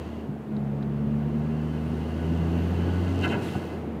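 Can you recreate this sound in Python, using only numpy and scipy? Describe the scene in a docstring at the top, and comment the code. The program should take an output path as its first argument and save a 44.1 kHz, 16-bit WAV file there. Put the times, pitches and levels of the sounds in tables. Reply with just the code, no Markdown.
"""Inside a turbocharged four-cylinder car: firing orders boom over road roar, and an early knock and two trim
clicks sound as intake air hisses through the ducts. The engine pulls in gear, its pitch climbing, while the
turbo adds a thin whistle. A loose part ticks in pairs, then the throttle shuts: the compressor flutters twice
as resonant puffs of noise, the air vents as coloured noise, and a last knock lands as the pitch falls."""
import sys
import numpy as np
from scipy import signal
from scipy.io import wavfile
from scipy.ndimage import uniform_filter1d

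SR = 44100
rng = np.random.default_rng(int(sys.argv[2]) if len(sys.argv) > 2 else 0)


def magnitude_from_level(level_db):
    """Linear magnitude for a level in decibels (20 dB per decade)."""
    exponent = np.asarray(level_db, float) / 20
    return 10 ** exponent


def unload_wav(signal):
    """Save mono or channel-first audio to the path in sys.argv[1] as 16-bit WAV at rate SR, clipped to [-1, 1]."""
    wavfile.write(
        sys.argv[1],
        SR,
        np.round(np.clip(np.atleast_2d(signal).T, -1, 1) * 32767).astype(np.int16),
    )


N = 176400
T = np.arange(N) / SR  # seconds

# Engine pull and lift-off. Each row: time in seconds, firing rate in Hz, levels of orders 1, 2 and 3 in dB.
ENGINE_ORDERS = [(0, 78.33, -37.5, -55, -50.5), (.28, 74.03, -45, -43, -36),
                 (.45, 72.51, -52, -50.5, -44.5), (.53, 70.7, -48, -36, -30),
                 (.62, 69.97, -44, -33.5, -31.5), (.8, 70.8, -44, -32, -34.5), (1.08, 72.57, -39, -31, -28),
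                 (1.5, 75.97, -37.5, -30.5, -33), (1.9, 78.28, -34, -34, -34),
                 (2.1, 79.77, -33.5, -42, -41), (2.3, 82.68, -29, -29, -37),
                 (2.62, 85.06, -27.5, -30.5, -40), (3.1, 89.86, -26.5, -36, -38),
                 (3.18, 91.04, -28, -40, -38.5), (3.28, 91.25, -29.5, -58, -37), (3.4, 90.1, -42, -45, -59),
                 (3.5, 88.77, -39, -64, -51), (4, 73.3, -41.5, -63, -42)]
# Spectrum of intake air. Each row: frequency in Hz, relative density in dB per Hz.
AIR_COLOUR = [(1000, -19.5), (2000, 2.5), (2350, -10.5), (2850, 5.5), (3300, -2.5), (4050, -13.5),
              (4350, -3.5), (5400, -17.5), (6150, -11), (7500, -19.5), (13500, -40), (15700, -44)]
# Duct resonances. Each row: frequency in Hz, basic width in Hz, relative level in dB.
DUCT_MODES = [(328.6, 11.7, 14), (690, 41, -3.5), (960, 17, -2.5), (1365, 11, -3), (1484, 11.6, 2.5),
              (1646, 8.9, -0.5), (2041, 20, -2.5), (2540, 12, -4), (2640, 7.1, -5), (2775, 14, -0.5),
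              (3047, 6.9, -4.5), (3840, 140, -13)]
# Intake flow. Each row: time in seconds, relative level in dB.
AIR_FLOW = [(0, -54.5), (.2, -59.5), (.4, -76.5), (1.08, -66.5), (1.8, -58), (2.3, -54.5), (2.75, -52.5),
            (3.2, -50.5), (3.4, -52.5), (3.57, -52.5), (3.75, -58), (4, -78)]
# Ringing of the ducts as boost builds and goes. Each row: time in seconds, relative level in dB.
BOOST_RING = [(.4, -2), (1.2, 4.5), (3.3, 2), (3.45, 5.5)]
# Turbo whistle. Each row: time in seconds, centre pitch in Hz, centre level in dB.
WHISTLE_PATH = [(1.5, 7950, -88), (1.87, 9170, -72), (2.1, 10000, -77), (2.3, 10750, -78),
                (2.45, 11400, -84), (2.54, 11720, -72), (2.72, 11650, -70), (2.85, 11600, -92)]
# Compressor surge puffs. Each row: peak in seconds, relative level in dB, rise in seconds, fall in seconds,
# lag of the low resonances in seconds per octave.
SURGE_PUFFS = [(3.248, -36, .016, .014, .009), (3.307, -39, .014, .03, .026)]
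# Venting air. Each row: time in seconds, level in dB.
VENT_LEVEL = [(3.405, -70.5), (3.425, -48.5), (3.48, -46.5), (3.52, -51), (3.57, -53.5), (3.6, -68),
              (3.8, -67)]
# Spectrum of vented air and puff hiss. Each row: frequency in Hz, relative density in dB per Hz.
VENT_SPECTRUM = [(1500, -6), (2900, 0), (5700, -14), (7000, -12), (13200, -20), (15700, -28)]
# Driveline knocks. Each row: start in seconds, level in dB, brightness of the clack in dB.
KNOCK_HITS = [(0.285, -18, -36), (3.551, -16, -6.5)]
# Modes of the body boom, then of the clack. Each row: frequency in Hz, relative level in dB, T60 in seconds.
BOOM_MODES = [(150, -1, 0.06), (200, -5, 0.13)]
CLACK_MODES = [(760, 7, 0.022), (1230, 2, 0.014)]
# Rattle of a loose part. Each row: time in seconds, relative level in dB.
TICK_LEVEL = [(3.13, -51), (3.18, -43), (3.3, -42), (3.33, -50)]
# Clicks of trim. Each row: start in seconds, relative level in dB.
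TRIM_CLICKS = [(.566, -37), (0.825, -35)]
# Spectrum of road and body roar. Each row: frequency in Hz, relative density in dB per Hz.
ROAD_COLOUR = [(40, -24), (60, -23.5), (80, -28), (105, -2.5), (140, -3.5), (210, -0.5), (270, -5.5),
               (420, -6.5), (520, -13.5), (700, -14.5), (1200, -24), (2700, -36.5), (15500, -81.5)]
# Swell of the roar. Each row: time in seconds, relative level in dB.
ROAR_SWELL = [(0, -40), (.45, -42), (.6, -39.5), (2, -38), (2.7, -34.5), (3.15, -35), (3.33, -30.5),
              (3.45, -35.5), (3.7, -38), (4, -38)]

PULSING = 0.13  # depth of the air's pulse at each firing


def evened(x):
    """Scales to rms 1."""
    return x / np.sqrt(np.mean(x ** 2) + 1e-20)


def curve(table, column=1):
    """One column of a table, joined by straight lines over time."""
    rows = np.array(table)
    return np.interp(T, rows[:, 0], rows[:, column])


def drift(rate_hz):
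    """Random wandering of rms 1, low-passed at rate_hz."""
    b, a = signal.butter(2, rate_hz, fs=SR)
    return evened(signal.lfilter(b, a, rng.standard_normal(N)))


def noise(colour, patchy_db):
    """Noise of a given spectrum with drifting louder and softer patches, rms 1."""
    bins_hz = np.fft.rfftfreq(1024, 1 / SR)
    hz, db = np.transpose(colour)
    real, imaginary, patches = rng.standard_normal((N // 256 + 5, 513, 3)).T
    patches = uniform_filter1d(patches, 10, 0)  # blurred across frequency
    patches = evened(uniform_filter1d(patches, 12, 1))  # blurred over time
    tone_db = np.interp(np.log(bins_hz + 1), np.log(hz + 1), db)[:, None]
    spectrum = (real + 1j * imaginary) * magnitude_from_level(tone_db + patchy_db * patches)
    return evened(signal.istft(spectrum, nperseg=1024, noverlap=768)[1][:N])


def resonate(x, hz, width_hz):
    """A resonance that may follow a moving frequency: shift down to 0 Hz, smooth, shift back up."""
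    turn = np.exp(2j * np.pi * np.cumsum(hz * np.ones(N)) / SR)
    r = np.exp(-np.pi * width_hz / SR)
    return 2 * (turn * signal.lfilter([1 - r], [1, -r], x / turn)).real


def band(x, lo_hz, hi_hz):
    """Band-pass."""
    return signal.sosfilt(signal.butter(2, [lo_hz, hi_hz], "band", fs=SR, output="sos"), x)


def engine(turns):
    """Firing orders locked in phase, so that each firing is one pulse; the upper two waver in level."""
    # the waver deepens under full load from 1.9 to 2.5 s, then stays deep
    waver_db = 0.7 + np.interp(T, [1.9, 2.5], [0, 1.1])
    out = np.zeros(N)
    for order in (1, 2, 3):
        level_db = curve(ENGINE_ORDERS, column=order + 1)
        sway_db = waver_db * (order - 1) * drift(10)  # none on order 1, double on order 3
        out += np.sqrt(2) * magnitude_from_level(level_db + sway_db) * np.cos(2 * np.pi * order * turns)
    return out


def intake(turns):
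    """Turbulent air: noise rings the duct resonances and hisses broadly, pulsing with each firing."""
    duct_db, broad_db, wander = 6.5, -2, 0.004  # wander: rms share of each resonance's frequency
    pulse = 1 + PULSING * np.cos(2 * np.pi * turns)
    drive = rng.standard_normal(N) * pulse
    ducts = np.zeros(N)
    for hz, width_hz, db in DUCT_MODES:
        moving_hz = hz * (1 + wander * drift(1.93))
        ducts += magnitude_from_level(db) * evened(resonate(drive, moving_hz, width_hz))
    ringing = magnitude_from_level(duct_db + curve(BOOST_RING)) * evened(ducts)
    broad = magnitude_from_level(broad_db) * noise(AIR_COLOUR, patchy_db=0.5) * pulse
    return magnitude_from_level(curve(AIR_FLOW)) * (ringing + broad)


def whistle():
    """The compressor wheel's thin tone: a sine that climbs, then eases, unsteady in pitch and level."""
    on = (T > WHISTLE_PATH[0][0]) & (T < WHISTLE_PATH[-1][0])
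    pitch_hz = curve(WHISTLE_PATH) + 15 * drift(40)
    level_db = curve(WHISTLE_PATH, column=2) + 3 * drift(15)
    return on * magnitude_from_level(level_db) * np.sin(2 * np.pi * np.cumsum(pitch_hz) / SR)


def puffs(octaves):
    """Level of the surge puffs for a resonance so many octaves below 3 kHz: lower ones peak later."""
    out = np.zeros(N)
    for peak_s, db, rise_s, fall_s, lag_s in SURGE_PUFFS:
        u = T - peak_s - lag_s * octaves
        out += magnitude_from_level(db) * np.exp(-0.5 * (u / np.where(u < 0, rise_s, fall_s)) ** 2)
    return out


def flutter():
    """Air surging back through the ducts: each puff rings broadened resonances and adds hiss."""
    lowest_hz, widen, tilt_db, hiss_db = 600, 6, -1.5, -11  # tilt: per octave below 3 kHz
    drive = rng.standard_normal(N) * magnitude_from_level(3 * drift(120))
    out = np.zeros(N)
    for hz, width_hz, db in DUCT_MODES:
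        if hz <= lowest_hz:
            continue
        octaves = np.log2(3000 / hz)
        ring = resonate(drive, hz, widen * width_hz)
        ring = evened(resonate(ring, hz, widen * width_hz))
        out += magnitude_from_level(db + tilt_db * octaves + 1.2 * drift(25)) * puffs(octaves) * ring
    return out + magnitude_from_level(hiss_db) * puffs(0) * noise(VENT_SPECTRUM, patchy_db=1.2)


def vent():
    """Boost air hissing out: coloured noise under a quick swell and fade."""
    return magnitude_from_level(curve(VENT_LEVEL)) * noise(VENT_SPECTRUM, patchy_db=1.2)


def knocks():
    """Dull blows in the driveline: decaying modes give a short clack, then the body booms."""
    body_lag_s, attack_s = 0.006, 0.004
    out = np.zeros(N)
    for start_s, db, bright_db in KNOCK_HITS:
        clack = (CLACK_MODES, db + bright_db, 0)
        boom = (BOOM_MODES, db, body_lag_s)
        for modes, level_db, lag_s in (clack, boom):
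            u = np.maximum(T - start_s - lag_s, 0)
            attack = np.minimum(u / attack_s, 1)
            for hz, mode_db, t60_s in modes:
                decay = magnitude_from_level(level_db + mode_db - 60 * u / t60_s)
                out -= attack * decay * np.sin(2 * np.pi * hz * u)
    return out


def ticking():
    """A loose part rattling: two sharp band-passed impulses in each cycle, uneven in strength."""
    first_s, every_s, gap_s, spread_db = 3.015, 0.033, 0.011, 1.5
    at_s = first_s + every_s * np.arange(10)[:, None] + [0, gap_s]
    impulses = np.zeros(N)
    impulses[(at_s * SR).astype(int)] = magnitude_from_level(spread_db * rng.standard_normal(at_s.shape))
    return 10 * band(impulses * magnitude_from_level(curve(TICK_LEVEL)), 2800, 7000)


def clicks():
    """Small clicks of trim: fast-decaying noise bursts through two broad resonances."""
    decay_s, width_hz = 0.005, 900
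    shape = np.zeros(N)
    for start_s, db in TRIM_CLICKS:
        shape += magnitude_from_level(db) * (T > start_s) * np.exp(-np.maximum(T - start_s, 0) / decay_s)
    out = np.zeros(N)
    for hz in (1750, 3700):
        burst = shape * rng.standard_normal(N)
        out += resonate(resonate(burst, hz, width_hz), hz, width_hz)
    return out


def road():
    """Tyre and body roar: mostly low coloured noise that swells and sinks."""
    return magnitude_from_level(curve(ROAR_SWELL) + 4) * noise(ROAD_COLOUR, patchy_db=0.5)


def scene():
    """Everything heard in the cabin; engine and intake share one count of firings."""
    turns = np.cumsum(curve(ENGINE_ORDERS)) / SR
    mix = engine(turns) + intake(turns) + whistle() + flutter() + vent()
    mix = mix + knocks() + ticking() + clicks() + road()
    return mix[None]


def top_cut(x):
    """Nothing passes above the cut-off."""
    return signal.sosfilt(signal.butter(12, 15700, fs=SR, output="sos"), x)


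def record(dry):
    """A small microphone cuts the bass and adds hiss; a steep low-pass then trims the top."""
    bass_cut = signal.butter(4, 56.6, "high", fs=SR, output="sos")
    x = signal.sosfilt(bass_cut, dry)
    x = x + magnitude_from_level(-70.5) * rng.standard_normal(dry.shape)  # hiss
    low_pass = signal.firwin(511, 15750, window=("kaiser", 9), fs=SR)
    x = signal.oaconvolve(x, low_pass[None], "same")
    return top_cut(x)


dry = scene()
out = record(dry)
unload_wav(out)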